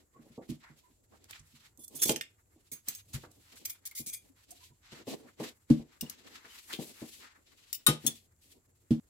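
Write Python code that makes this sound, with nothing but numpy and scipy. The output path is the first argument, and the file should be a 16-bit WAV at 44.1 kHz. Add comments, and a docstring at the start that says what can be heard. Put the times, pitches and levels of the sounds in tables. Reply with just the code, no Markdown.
"""A quiet kitchen, where a table is laid close to a phone with two microphone ports. Knives and forks clink
and chatter, with short dry clinks of a glass near 6 s: runs of tiny knocks excite decaying modes. Glasses and
hands thud: soft pushes ring the modes of a cloth-covered table top. Napkins and sleeves rustle as grainy noise,
with cracks, faint squeaks and one soft low bump. A small furnished room answers the hits with a brief decaying
echo, over a low appliance hum and microphone hiss."""
import sys
import numpy as np
from scipy import signal
from scipy.fft import rfft, irfft, next_fast_len
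from scipy.io import wavfile
from scipy.ndimage import uniform_filter1d

SR = 44100
rng = np.random.default_rng(int(sys.argv[2]) if len(sys.argv) > 2 else 0)


def master(y):
    """Save y as 16-bit WAV."""
    cut = np.clip(np.atleast_2d(y).T, -1, 1)
    pcm = np.round(cut * 32767)  # scale
    wavfile.write(sys.argv[1], SR, pcm.astype(np.int16))


N = 400866
ECHO_AND_LAST_THUD_END_S = 8.999  # both stop short here

# path of the hands, far setting on the right first, then near on the left:
# [t/s, lag of left/ms, left minus right level/dB]
HAND_PATH = [(0, 0.23, -2), (1.2, 0.26, -2), (1.8, 0.22, -5), (2.25, 0.41, -1), (2.7, 0.15, -2.5),
             (4.099, 0.047, 3), (4.502, -0.27, -1.5), (5.702, -0.15, 3), (6.05, -0.35, 7),
             (6.8, -0.28, 5.5), (7.7, -0.45, 7), (7.87, -0.13, 6), (8.071, -.22, 7.5), (9.09, -.1, -1)]
# spectrum of things dragging or shuddering on the table: [f/Hz, level/dB per Hz]
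DRAG_SPECTRUM = [(80, -15), (140, -9), (260, 2.5), (450, -2.5), (800, -13), (1200, -22.5)]


def undb(db):
    """Decibel law: level in dB to amplitude gain."""
    return 10 ** (np.asarray(db) / 20)


def unit(x):
    """Normalisation to a root-mean-square value of 1."""
    return x / np.sqrt(np.mean(x ** 2))


def colour(x, points):
    """Linear filtering: shape the spectrum of x by (f/Hz, level/dB) points, joined over log frequency."""
    hz, db = np.transpose(points)
    size = next_fast_len(x.shape[-1])
    f = np.maximum(np.fft.rfftfreq(size, 1 / SR), 1)
    gain = undb(np.interp(np.log(f), np.log(hz), db, -120, -120))
    return irfft(rfft(x, size) * gain, size)[..., :x.shape[-1]]


def hump(hz, octaves):
    """Band-limited spectrum: a bell over log frequency, 6 dB down one width from its centre."""
    width = max(octaves, .03)
    return [(hz * 2 ** (k * width), -6 * k ** 2) for k in range(-3, 4)]


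def fade(t, t60_ms):
    """Exponential damping: 60 dB of decay in t60."""
    return np.exp(-np.log(1000) * t * 1000 / max(t60_ms, 3))


def rings(modes, t, share):
    """Modal superposition: one damped sine a mode, ringing for a share of its free time."""
    hz, db, t60 = np.transpose(modes)[:, :, None]
    damping = np.exp(-np.log(1000) * t / (t60 * share))
    return undb(db) * np.sin(2 * np.pi * hz * t) * damping


def flicker(rate, depth_db):
    """Random modulation: gain that glides between independent random levels, rate steps a second."""
    k = int(SR / rate)
    steps = np.repeat(rng.standard_normal(N // k + 1), k)
    return undb(depth_db * uniform_filter1d(steps, k)[:N])


def knocking(t, rise_ms, chatter_ms, tail_ms):
    """Repeated impact: a run of tiny knocks as a force, and as a broad crack with its tail at both ports."""
    rise = max(rise_ms, .1) / 1000
    knocks = rng.standard_normal((2, len(t))) * undb(2.83 * rng.exponential(size=len(t)))
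    release = 1 + np.exp(np.clip((t - rise - chatter_ms / 1000) / .001, -50, 50))
    contact = np.minimum(t / rise, 1) ** 2 / release
    tail = undb(-15.5) * (t > rise) * fade(t - rise, tail_ms)
    # the two ports hear partly related cracks
    ports = np.array([knocks[0], 0.35 * knocks[0] + 1.26 * knocks[1]])
    return knocks[0] * contact, ports * np.maximum(contact, tail)


def add(out, x, s, peak_db, share=1):
    """Time and level difference between ports: mix x (2 x n) in at time s, from where the hands are."""
    at, lag_ms, pan_db = np.transpose(HAND_PATH)
    half_lag = share * np.interp(s, at, lag_ms) / 2000  # s
    pan = share * np.interp(s, at, pan_db)
    x = x * undb(peak_db + np.array([[pan], [-pan]]) / 2) / np.abs(x.mean(axis=0)).max()
    for c, start in enumerate((s + half_lag, s - half_lag)):
        i = int(start * SR)
        out[c, i:i + x.shape[1]] += x[c, :N - i]


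def room(x):
    """Diffuse reverberation: octave bands of noise, each dying at its own rate, different at each port."""
    # reverberation time of the room: [f/Hz, t60/s]
    decay = [(150, 0.2), (1000, 0.22), (4000, 0.22), (12000, 0.11)]
    echo_db = -10
    t, (hz, t60) = np.arange(int(.4 * SR)) / SR, np.transpose(decay)
    tail = 0
    for f in 90 * 2. ** np.arange(8):
        octave = signal.butter(2, [f / 2 ** .5, f * 2 ** .5], "band", fs=SR, output="sos")
        band = signal.sosfilt(octave, rng.standard_normal((2, len(t))))
        band += max(1 - f / 700, 0) * (band[::-1] - band) / 2  # long waves reach both ports alike
        tail = tail + band * fade(t, 1000 * np.interp(np.log(f), np.log(hz), t60))
    tail *= np.minimum(t / 0.0071, 1) ** 2  # the echo builds up
    tail /= np.sqrt(np.sum(tail ** 2) / 2)
    wet = signal.fftconvolve(x.mean(axis=0)[None], tail)[:, :N]
    return undb(echo_db) * wet * (np.arange(N) / SR < ECHO_AND_LAST_THUD_END_S)


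def quiet():
    """Stationary noise: hiss, unrelated at the ports but alike in the bass; resonance: a wavering hum."""
    # spectrum of the hiss: [f/Hz, level/dB per Hz]
    hiss_spectrum = [(12, -40), (20, -3), (86, 9.5), (168, -12.5), (301, -6), (499, -14), (1570, -27),
                     (2020, -36.5), (4940, -37), (7520, -9.5), (8890, -36), (14700, -33.5), (16000, -34)]
    # course of the hum: [t/s, level/dB]
    hum_course = [(0, -80), (.55, -90), (.9, -78.5), (1.3, -71), (2.902, -76.5), (3.24, -60),
                  (3.498, -75.5), (4.961, -73), (5.67, -77), (6.6, -86.5), (6.911, -78), (7.62, -83),
                  (8.101, -71.5), (9.09, -77.5)]
    hiss_db, hum_hz, hum_width_hz = -74, 94.5, 20
    mid, side = colour(rng.standard_normal((2, N)), hiss_spectrum)
    side = signal.sosfilt(signal.butter(1, 350, "high", fs=SR, output="sos"), side)
    hiss = undb(hiss_db) * unit(mid + side * np.array([[1], [-1]]))
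    b, a = signal.iirpeak(hum_hz, hum_hz / hum_width_hz, SR)
    hum = unit(signal.lfilter(b, a, rng.standard_normal(N)))
    s, db = np.transpose(hum_course)
    return hiss + hum * undb(np.interp(np.arange(N) / SR, s, db))


def rubbing(t):
    """Energy addition: gains of scuff, paper, hiss and drag, as each rub rises, holds and dies away."""
    # napkins, sleeves and hands rubbing: [start t/s, length/s, relative level/dB, change to the end/dB,
    # fineness (0 scuff, 1 paper, 2 hiss), drag on the table relative to the rub/dB]
    rubs = [(0, 0.03, -83, -2.5, .8, 19), (0.135, 0.23, -87.5, 7.5, .9, 15), (0.26, 0.025, -74, -7, 1.9, 3),
            (0.425, .06, -78, -10, .6, 6), (0.502, 0.04, -60.5, -13, 1.7, -11),
            (0.62, .13, -71.5, -0.5, .4, -5), (0.767, 0.053, -72, -7.5, 1.3, 5),
            (1.113, 0.15, -87, 10, .9, 9.5), (1.3, 0.14, -60.5, -19.5, .8, -9),
            (1.457, 0.11, -76.5, 0, 1.4, -12), (1.556, 0.11, -72.5, 1.5, .9, -15),
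            (1.911, 0.086, -73, 8, 1.8, 8.5), (2.224, 0.065, -91, -5, .9, 9.5),
            (2.394, 0.027, -95, 1.5, 1.1, -14), (2.569, 0.11, -84.5, 5.5, 1.3, 2.5),
            (2.742, 0.084, -66.5, -15, 1.6, -13), (2.882, .12, -58, -11.5, 1.4, -19),
            (3.09, 0.058, -71, 3, 1.9, 0), (3.141, .12, -57.5, -15.5, 1.4, 1),
            (3.31, 0.089, -78.5, 3.5, 1.9, 3.5), (3.402, 0.1, -72.5, 1.5, 1.2, -4),
            (3.527, 0.16, -67, -2.5, 1.2, -1), (3.692, 0.061, -65.5, -7, 0.53, -13),
            (3.856, 0.084, -71.5, -4.5, .3, -12), (4.225, 0.07, -84, 7, 2.1, -3),
            (4.364, 0.08, -77.5, -2, 1.3, -10), (4.493, 0.18, -71, -2, 1.5, -1.5),
            (4.835, 0.097, -73, 8.5, .4, -11), (4.929, 0.084, -61.5, -1.5, .7, 4.5),
            (5.089, 0.053, -52.5, -6, 1.4, 9), (5.168, 0.15, -68, -6.5, .8, 7.5),
            (5.409, 0.099, -52, -15, 1.1, 5), (5.703, .12, -64.5, -14, 1.1, 6),
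            (5.891, 0.071, -77, 2, .4, 2.5), (6.017, .2, -68.5, -1.5, .9, 2.5), (6.251, .13, -64, 1, .8, 1),
            (6.413, 0.056, -78, 4.5, 0.87, -3), (6.488, 0.1, -67, 9.5, 1.2, -19),
            (6.618, 0.067, -70, 12.5, 1.5, -13.5), (6.701, 0.04, -57, 0.5, 1.1, -2.5),
            (6.802, .11, -57.5, -2.5, 1.7, -5.5), (6.942, 0.087, -64, 5, 1.2, -11),
            (7.041, 0.16, -62, -2.5, 1.6, -13), (7.204, 0.043, -64, 5, .7, -9.5),
            (7.281, 0.088, -67, -10, 0.11, -11), (7.47, 0.083, -73.5, -7.5, .9, 1.5),
            (7.577, 0.27, -74.5, -2.5, 1.2, -4), (7.393, 0.066, -86, -1, 0.35, -1.5),
            (8, 0.083, -70.5, 21, 1.27, -1), (8.12, 0.13, -69, -7.5, 1.8, -10),
            (8.42, 0.15, -76.5, 1, 1.9, 2)]
    # relative level while nothing is handled: scuff, paper, hiss, drag [level/dB]
    still_db = (-93, -93.5, -85, -84)
    attack_db_s, release_db_s = 900.5, 454.5  # slopes of the flanks, dB per s
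    spread_db = 5.5  # loss one step of fineness away
    power = undb(still_db)[:, None] ** 2 + 0 * t
    for s, length, db, change_db, fineness, drag_db in rubs:
        length = max(length, .01)
        shape = db + change_db * np.clip((t - s) / length, 0, 1)
        shape -= attack_db_s * np.maximum(s - t, 0)
        shape -= release_db_s * np.maximum(t - s - length, 0)
        mix = np.append(-spread_db * (fineness - np.arange(3)) ** 2, drag_db)
        power = power + undb(mix[:, None] + shape) ** 2
    return np.sqrt(power)


def moves():
    """Sliding friction: paper and cloth rub as dense grains, and drag on the table as partly shared noise."""
    # spectra of the rubbing, coarse to fine: [f/Hz, level/dB per Hz]
    scuff_spectrum = [(550, -13), (900, 1), (1400, 4), (2100, 2.5), (3000, -21.5)]
    paper_spectrum = [(1700, -18), (2600, -3.5), (4000, -2.5), (6000, -10), (8000, -13)]
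    fine_spectrum = [(4000, -11.5), (6500, -2), (7800, 3.5), (10000, 3), (13000, 3.5), (16000, -6.5)]
    t, (at, _, pan_db) = np.arange(N) / SR, np.transpose(HAND_PATH)
    coarse_t = t[::128]
    scuff, paper, fine, drag = (np.interp(t, coarse_t, gain) for gain in rubbing(coarse_t))
    pan_db = np.interp(t, at, pan_db)
    # exponentially distributed levels make the noise grainy
    grains = rng.standard_normal((2, N)) * undb(1.4 * rng.exponential(size=N)) * flicker(60, 3.2)
    scuff = scuff * unit(colour(grains, scuff_spectrum)) * flicker(29, 4.0)
    paper = paper * unit(colour(grains, paper_spectrum)) * flicker(18, 3.0)
    fine = fine * unit(colour(grains, fine_spectrum))
    mid, side = colour(rng.standard_normal((2, N)), DRAG_SPECTRUM)
    drag = drag * unit(mid + 0.77 * side * np.array([[1], [-1]])) * flicker(25, 5.4)
    panned = undb(6.5 + 0.41 * np.array([pan_db, -pan_db]) / 2)
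    return (scuff + paper + fine) * panned + drag


def crackles():
    """Noise bursts: broad cracks and scrapes without a ring, and narrow-band squeaks with one soft low bump."""
    # dry cracks and scrapes, mostly paper napkins:
    # [t/s, peak level/dB, rise/ms, chatter/ms, centre f/Hz, width/octaves]
    cracks = [(1.122, -56, 2.3, 38, 684, 1), (1.241, -46, 1.1, 4, 5250, 1.3),
              (1.309, -31, 0.65, 3.1, 4930, 3.1), (1.328, -39, 3, 8.4, 2400, .62),
              (1.394, -49, 2.1, 6.5, 7000, .45), (2.02, -30, 12, 18, 2250, 0.95),
              (3.235, -45, 4, 19, 1040, 0.83), (3.313, -47, .63, 7.2, 7850, 0.78),
              (3.555, -37.5, 3.9, 37, 6930, 0.97), (4.507, -35, 1.3, 13, 8200, 0.66),
              (6.449, -46.5, 1.8, 8.8, 1460, 0.72), (6.725, -24, .92, 27, 3140, 0.52),
              (6.731, -24, .36, .82, 3900, 3.4)]
    # faint short squeaks, and one soft low bump at 274 Hz: [t/s, peak level/dB, length/ms, centre f/Hz]
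    narrow_bursts = [(0.141, -59, 38, 1090), (0.838, -63, 59, 978), (3.911, -48, 8.1, 2200),
                     (3.952, -50, 32, 2080), (4.301, -61.5, 14, 274), (4.51, -63, 18, 713),
                     (4.608, -61, 28, 997), (4.709, -67, 21, 970), (6.063, -51.5, 6, 2900),
                     (6.498, -53.5, 49, 3000)]
    crack_t60_ms = 180
    narrow_rise_ms, narrow_t60_ms, narrow_octaves = 6.14, 45, 0.073
    out, t = np.zeros((2, N)), np.arange(int(.2 * SR)) / SR
    for s, db, rise_ms, chatter_ms, hz, octaves in cracks:
        _, crack = knocking(t, rise_ms, chatter_ms, crack_t60_ms)
        add(out, colour(crack, hump(hz, octaves)), s - rise_ms / 2000, db)
    for s, db, ms, hz in narrow_bursts:
        _, burst = knocking(t, narrow_rise_ms, ms, narrow_t60_ms)
        add(out, colour(burst, hump(hz, narrow_octaves)), s - narrow_rise_ms / 2000, db)
    return out


def thuds():
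    """Plate bending: a soft push rings the table top, the thing settles with a low shudder, the cloth slaps."""
    # things landing on the table: [t/s, peak level/dB, push/ms, share of the free ringing time,
    # settling relative to the ring/dB, cloth slap relative to the ring/dB]
    landings = [(0.155, -53, 4.4, 0.55, 1.5, -23), (0.189, -47, 1.5, 1, -23, -36),
                (.256, -51.5, 3.4, .6, 3, -23), (.3, -49, 5.5, .41, -16, -28),
                (0.376, -34.5, 3.4, 0.77, 22, -18), (.49, -28, 2.9, 0.81, -25, -19.5),
                (0.514, -29, 3.35, 0.59, -24.5, -18), (0.696, -48.5, 4.2, .95, -10.5, -16),
                (0.908, -60, 2.5, 0.55, -30, -4), (1.392, -53, 7.5, 0.9, -29, -25),
                (1.531, -52.5, 5.3, 1, -26, -23), (1.781, -50, 0.73, .95, -4.5, -18),
                (1.945, -42.5, 0.91, 1, -11, -9), (2.012, -42, 2.46, 0.55, 3, -10),
                (2.053, -30, 2, 0.61, 5, -22.5), (2.091, -19.5, 1.3, 0.35, 4.5, -2.5),
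                (2.161, -42, 1.4, 0.33, 2, -23), (2.555, -55.5, 1.9, 0.75, 5, -22),
                (2.715, -47.5, 4.9, .98, -5, -30), (2.875, -46, 3.7, 0.85, -1, -1.5),
                (3.14, -29.5, 7.5, 0.63, -28, -22), (3.233, -44, 1.2, 0.61, 20, -11),
                (3.997, -37, 2.6, 0.38, -22, -38), (4.065, -49, 2.7, 0.22, -11.5, -31.5),
                (4.699, -54, 7.6, .8, -10, -20), (4.919, -41, 5.7, 0.54, -3, 4.5),
                (5.069, -30.5, 3.7, 0.46, 14.5, 0.5), (5.398, -28, 5, 0.48, 15, 2),
                (5.7, -6, 2.6, 0.76, -28.5, -28.5), (5.791, -39, 11.3, 0.28, 6.5, -14.5),
                (6.024, -31, 3.9, 0.46, -14, -18.5), (6.444, -55, 5.7, 0.32, 12, -10),
                (6.73, -40.5, 2.5, .62, 17, -30), (6.788, -29, 1.5, 0.35, -1.5, -23),
                (7.017, -32, 2.36, 0.6, -5.5, -29.5), (7.879, -15, 4.4, 0.77, -3, -4.5),
                (8.04, -32, 2.4, 1, -7.5, -33), (8.07, -33, 2.2, 0.6, -10.5, -19),
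                (8.907, -12, 2.95, 0.84, -23, -24.5)]
    # modes of the table top: [f/Hz, level/dB, free t60/s]
    table_modes = [(51, -10, 0.17), (128, -4.5, 0.098), (151.4, -7.5, 0.29), (229.6, -2, 0.19),
                   (266, -1, 0.072), (312.7, -9, 0.21), (449.4, -18, 0.048), (581, -30.5, 0.22)]
    # spectrum of the cloth slap: [f/Hz, level/dB per Hz]
    slap_spectrum = [(300, -15.5), (700, -3.5), (1500, -5.5), (3500, -0.5), (8000, -8.5), (15000, -15.5)]
    settle_t60_ms, slap_t60_ms, pan_share = 160, 180, 0.47
    out, t = np.zeros((2, N)), np.arange(int(.35 * SR)) / SR
    for s, db, push_ms, share, settle_db, slap_db in landings:
        push = np.sin(np.pi * np.minimum(t * 1000 / max(push_ms, .5), 1)) ** 2
        shudder = colour(rng.standard_normal(len(t)), DRAG_SPECTRUM)
        shudder *= fade(t, settle_t60_ms) * np.minimum(t / 0.0062, 1)
        # every landing spot feeds the modes differently, with a further spread between the ports
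        spot_db = 1.5 * rng.standard_normal(len(table_modes))
        spot = undb(spot_db + 2.2 * rng.standard_normal((2, len(table_modes))))
        spot[:, ::2] *= -1  # neighbouring modes start in opposition, so the thud swells over its first cycles
        board = spot @ rings(table_modes, t, max(share, .1))
        # a bending board radiates the rate of change of the push
        ring = signal.fftconvolve(board, -np.gradient(push)[None])[:, :len(t)]
        slap = colour(rng.standard_normal((2, len(t))), slap_spectrum)
        slap *= fade(t, slap_t60_ms) * np.minimum(t / 0.00057, 1)
        x = ring / np.abs(ring).max()
        x = x + undb(settle_db) * shudder / np.abs(shudder).max()
        x = x + undb(slap_db) * slap / np.abs(slap).max()
        # only the last thud is cut short; the others get a second of leeway
        end = max(ECHO_AND_LAST_THUD_END_S, s) + (s < landings[-1][0])
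        add(out, x * (s + t < end), s, db, pan_share)
    return out


def clinks():
    """Modal impact: each contact is a run of tiny knocks that rings one piece, with a broad crack on top."""
    # knocks of cutlery, with short dry clinks of a glass near 6 s (on the modes named "spoon"):
    # [t/s, mode set that rings, peak level/dB, rise/ms, chatter/ms, grip t60/ms,
    # crack relative to a 0 dB mode/dB]
    contacts = [ (1.774, "fork", -45.5, .63, 2.9, 60, 20), (1.792, "fork", -46, 2.4, 55, 250, 4),
                (1.836, "fork", -37, 9.8, 9.3, 150, 11), (1.88, "fork", -35, 1.15, 2.4, 50, 27),
                (1.95, "fork", -31, 8.2, 25, 90, 13), (1.99, "fork", -28.5, 2.5, 41, 73, 3.5),
                (2.016, "fork", -10, 9, 22, 90, 10), (2.053, "far knife", -19.5, 4.5, 8.2, 51, 10),
                (2.067, "far knife", -22.5, 4.8, 55, 60, 11), (2.08, "fork", -25, 0.47, 1.5, 110, -2),
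                (2.093, "handle", -13, 1.9, 4.5, 210, 13), (2.1608, "handle", -22.5, 0.58, 2.1, 87, 13),
                (2.2105, "handle", -23.5, 0.37, 2.46, 51, 0), (2.716, "far knife", -32, 0.46, 26, 260, -1),
                (2.884, "far knife", -20, 5.2, 1.5, 140, 1), (2.949, "far knife", -31, 2.7, 3.8, 600, 2),
                (3.132, "far knife", -34, 2.8, 19, 91, 10), (3.651, "far knife", -23.5, 6.4, 6.5, 210, 8),
                (3.694, "far knife", -25, 7, 13, 250, 9.5), (3.853, "far knife", -29, 0.39, 23, 34, 5.5),
                (3.911, "far knife", -41, 3, 3.1, 120, 10),
                (3.95, "far knife", -28.5, 3.3, 65.5, 540, 14.5),
                (3.975, "far knife", -29, 1.33, 17, 600, 4),
                (4.061, "far knife", -28, 4.3, 38.6, 600, 10.5),
                (4.127, "far knife", -28.5, 11.5, 17, 270, 6), (6.0097, "spoon", -23, 0.53, 4.2, 25, 0.5),
                (6.018, "spoon", -36, 0.59, 4, 25, 13), (6.0974, "spoon", -29, 0.29, 2.4, 25, 9),
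                (7.729, "spoon", -19, .2, 1.8, 160, 6.5), (7.742, "spoon", -29, 3, 12, 200, 2.5),
                (7.865, "near knife", -8.5, .56, 7.4, 1300, -2), (8.065, "fork", -13, 0.29, 4.4, 90, -1.5),
                (8.074, "fork", -17, 4.76, 3.8, 62, 1)]
    # mode sets by name: [f/Hz, level/dB, free t60/s]
    pieces = { "far knife": [(2250, -14, .08), (2410, -20, .3), (3365, -18, .3), (4620, -18, .2),
              (5220, -16, .1), (5930, -15, .1), (6435, -9, .3), (6780, -17, .3), (8075, -5, .3),
              (9025, -13, .4), (9540, -14, .3), (9990, -13, .3), (10480, -6, .25), (11200, -14, .3),
              (11740, 2, .3), (12590, -11, .3), (13455, -9, .3), (13740, -11, .25), (15190, -3, .2)],
              "fork": [(3470, -7, .075), (4200, -19, .09), (5660, -14, .08), (6570, -8, .3),
              (7170, -14, .1), (8310, -10, .1), (9190, -16, .17), (10710, 0, .12), (11700, -14, .1),
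              (13730, -15, .1), (14250, -14, .1), (15580, -11, .14)], "near knife": [(1238, -12, .15),
              (1475, -10, .12), (1855, -16, .15), (3106, -20, .3), (3763, -8, .13), (4145, -16, .15),
              (4490, -14, .15), (5534, -24, .25), (6638, -18, .14), (7639, -8, .07), (8480, -12, .15),
              (8830, -9, .1), (9400, -18, .2), (9990, -9, .13), (10270, -12, .13), (11185, 0, .12),
              (11520, -9, .14), (12525, -4, .08), (13690, -15, .1), (15190, -14, .07), (15540, -14, .07)],
              "spoon": [(2885, -8, .1), (3780, -13, .12), (4630, -13, .12), (5470, -6, .06),
              (6546, -17, .12), (7190, -12, .14), (8300, -12, .12), (9200, -17, .2), (10610, -15, .14),
              (12050, 0, .14), (14245, -5, .11), (15580, -4, .2)], "handle": [(1850, -2, .07),
              (2050, -6, .05), (2500, -4, .05), (2835, 0, .06), (3150, -7, .05), (3550, -5, .05),
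              (4250, -9, .05), (7050, -8, .04), (7700, -8, .04)]}
    # broad crack of each mode set: [t60/ms, centre f/Hz, width/octaves]
    piece_cracks = {"far knife": (90, 8100, 1.05), "fork": (52, 11000, .9), "near knife": (95, 13600, 1.6),
                    "spoon": (90, 14000, 1.5), "handle": (86, 7000, 1.5)}
    minor_count, minor_t60_s, bare_crack_share = 75, .036, .9
    out, t = np.zeros((2, N)), np.arange(int(.3 * SR)) / SR
    free = {}
    for piece, modes in pieces.items():
        # every mode has a weaker close twin, so the lines beat
        twins = [(hz * (1 + .005 * rng.uniform(-1, 1)), db - 5, .7 * t60) for hz, db, t60 in modes]
        free[piece] = rings(modes, t, 1) + rings(twins, t, 1)
    for s, piece, db, rise_ms, chatter_ms, grip_ms, crack_db in contacts:
        modes, (crack_ms, crack_hz, octaves) = pieces[piece], piece_cracks[piece]
        force, crack = knocking(t, rise_ms, chatter_ms, crack_ms)
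        # divide out the force spectrum at the modes, so the knocks feed every mode about equally
        bins = (np.transpose(modes)[0] * len(t) / SR).astype(int)
        feed = np.abs(rfft(force))[bins]
        feed = np.maximum(feed / np.sqrt(np.sum(force ** 2)), .4)
        # each port faces the vibrating piece differently, so the modes weigh differently left and right
        facing = undb(2.5 * rng.standard_normal((2, len(modes)))) / feed
        gripped = facing @ free[piece] * fade(t, grip_ms)
        ring = signal.fftconvolve(gripped, force[None])[:, :len(t)]
        # high-pass below the lowest mode, removing the low skirt of abrupt sine onsets
        ring = signal.sosfilt(signal.butter(4, .8 * modes[0][0], "high", fs=SR, output="sos"), ring)
        ring *= undb(max(m[1] for m in modes)) / np.abs(ring).max()
        # many minor, quickly damped modes streak the crack
        minor_hz = rng.uniform(1200, 15500, minor_count)
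        minor_db = 4 * rng.standard_normal(minor_count)
        minor = np.column_stack([minor_hz, minor_db, np.full(minor_count, minor_t60_s)])
        streaks = rings(minor, t[:SR // 20], 1).sum(axis=0)
        streaks[0] = bare_crack_share * np.sqrt(np.sum(streaks ** 2))
        crack = signal.fftconvolve(crack, streaks[None])[:, :len(t)]
        crack = colour(crack, hump(crack_hz, octaves))
        crack /= np.abs(crack).max()
        add(out, ring + undb(crack_db) * crack, s - rise_ms / 2000, db)
    return out


def scene():
    """Superposition: hits with their echo, movement and background."""
    hits = clinks() + crackles() + thuds()
    return hits + room(hits) + moves() + quiet()


def record(dry):
    """Low-pass filtering: the phone cuts the top, above 15.9 kHz."""
    return signal.sosfilt(signal.ellip(8, .2, 70, 15900, fs=SR, output="sos"), dry)


dry = scene()
out = record(dry)
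master(out)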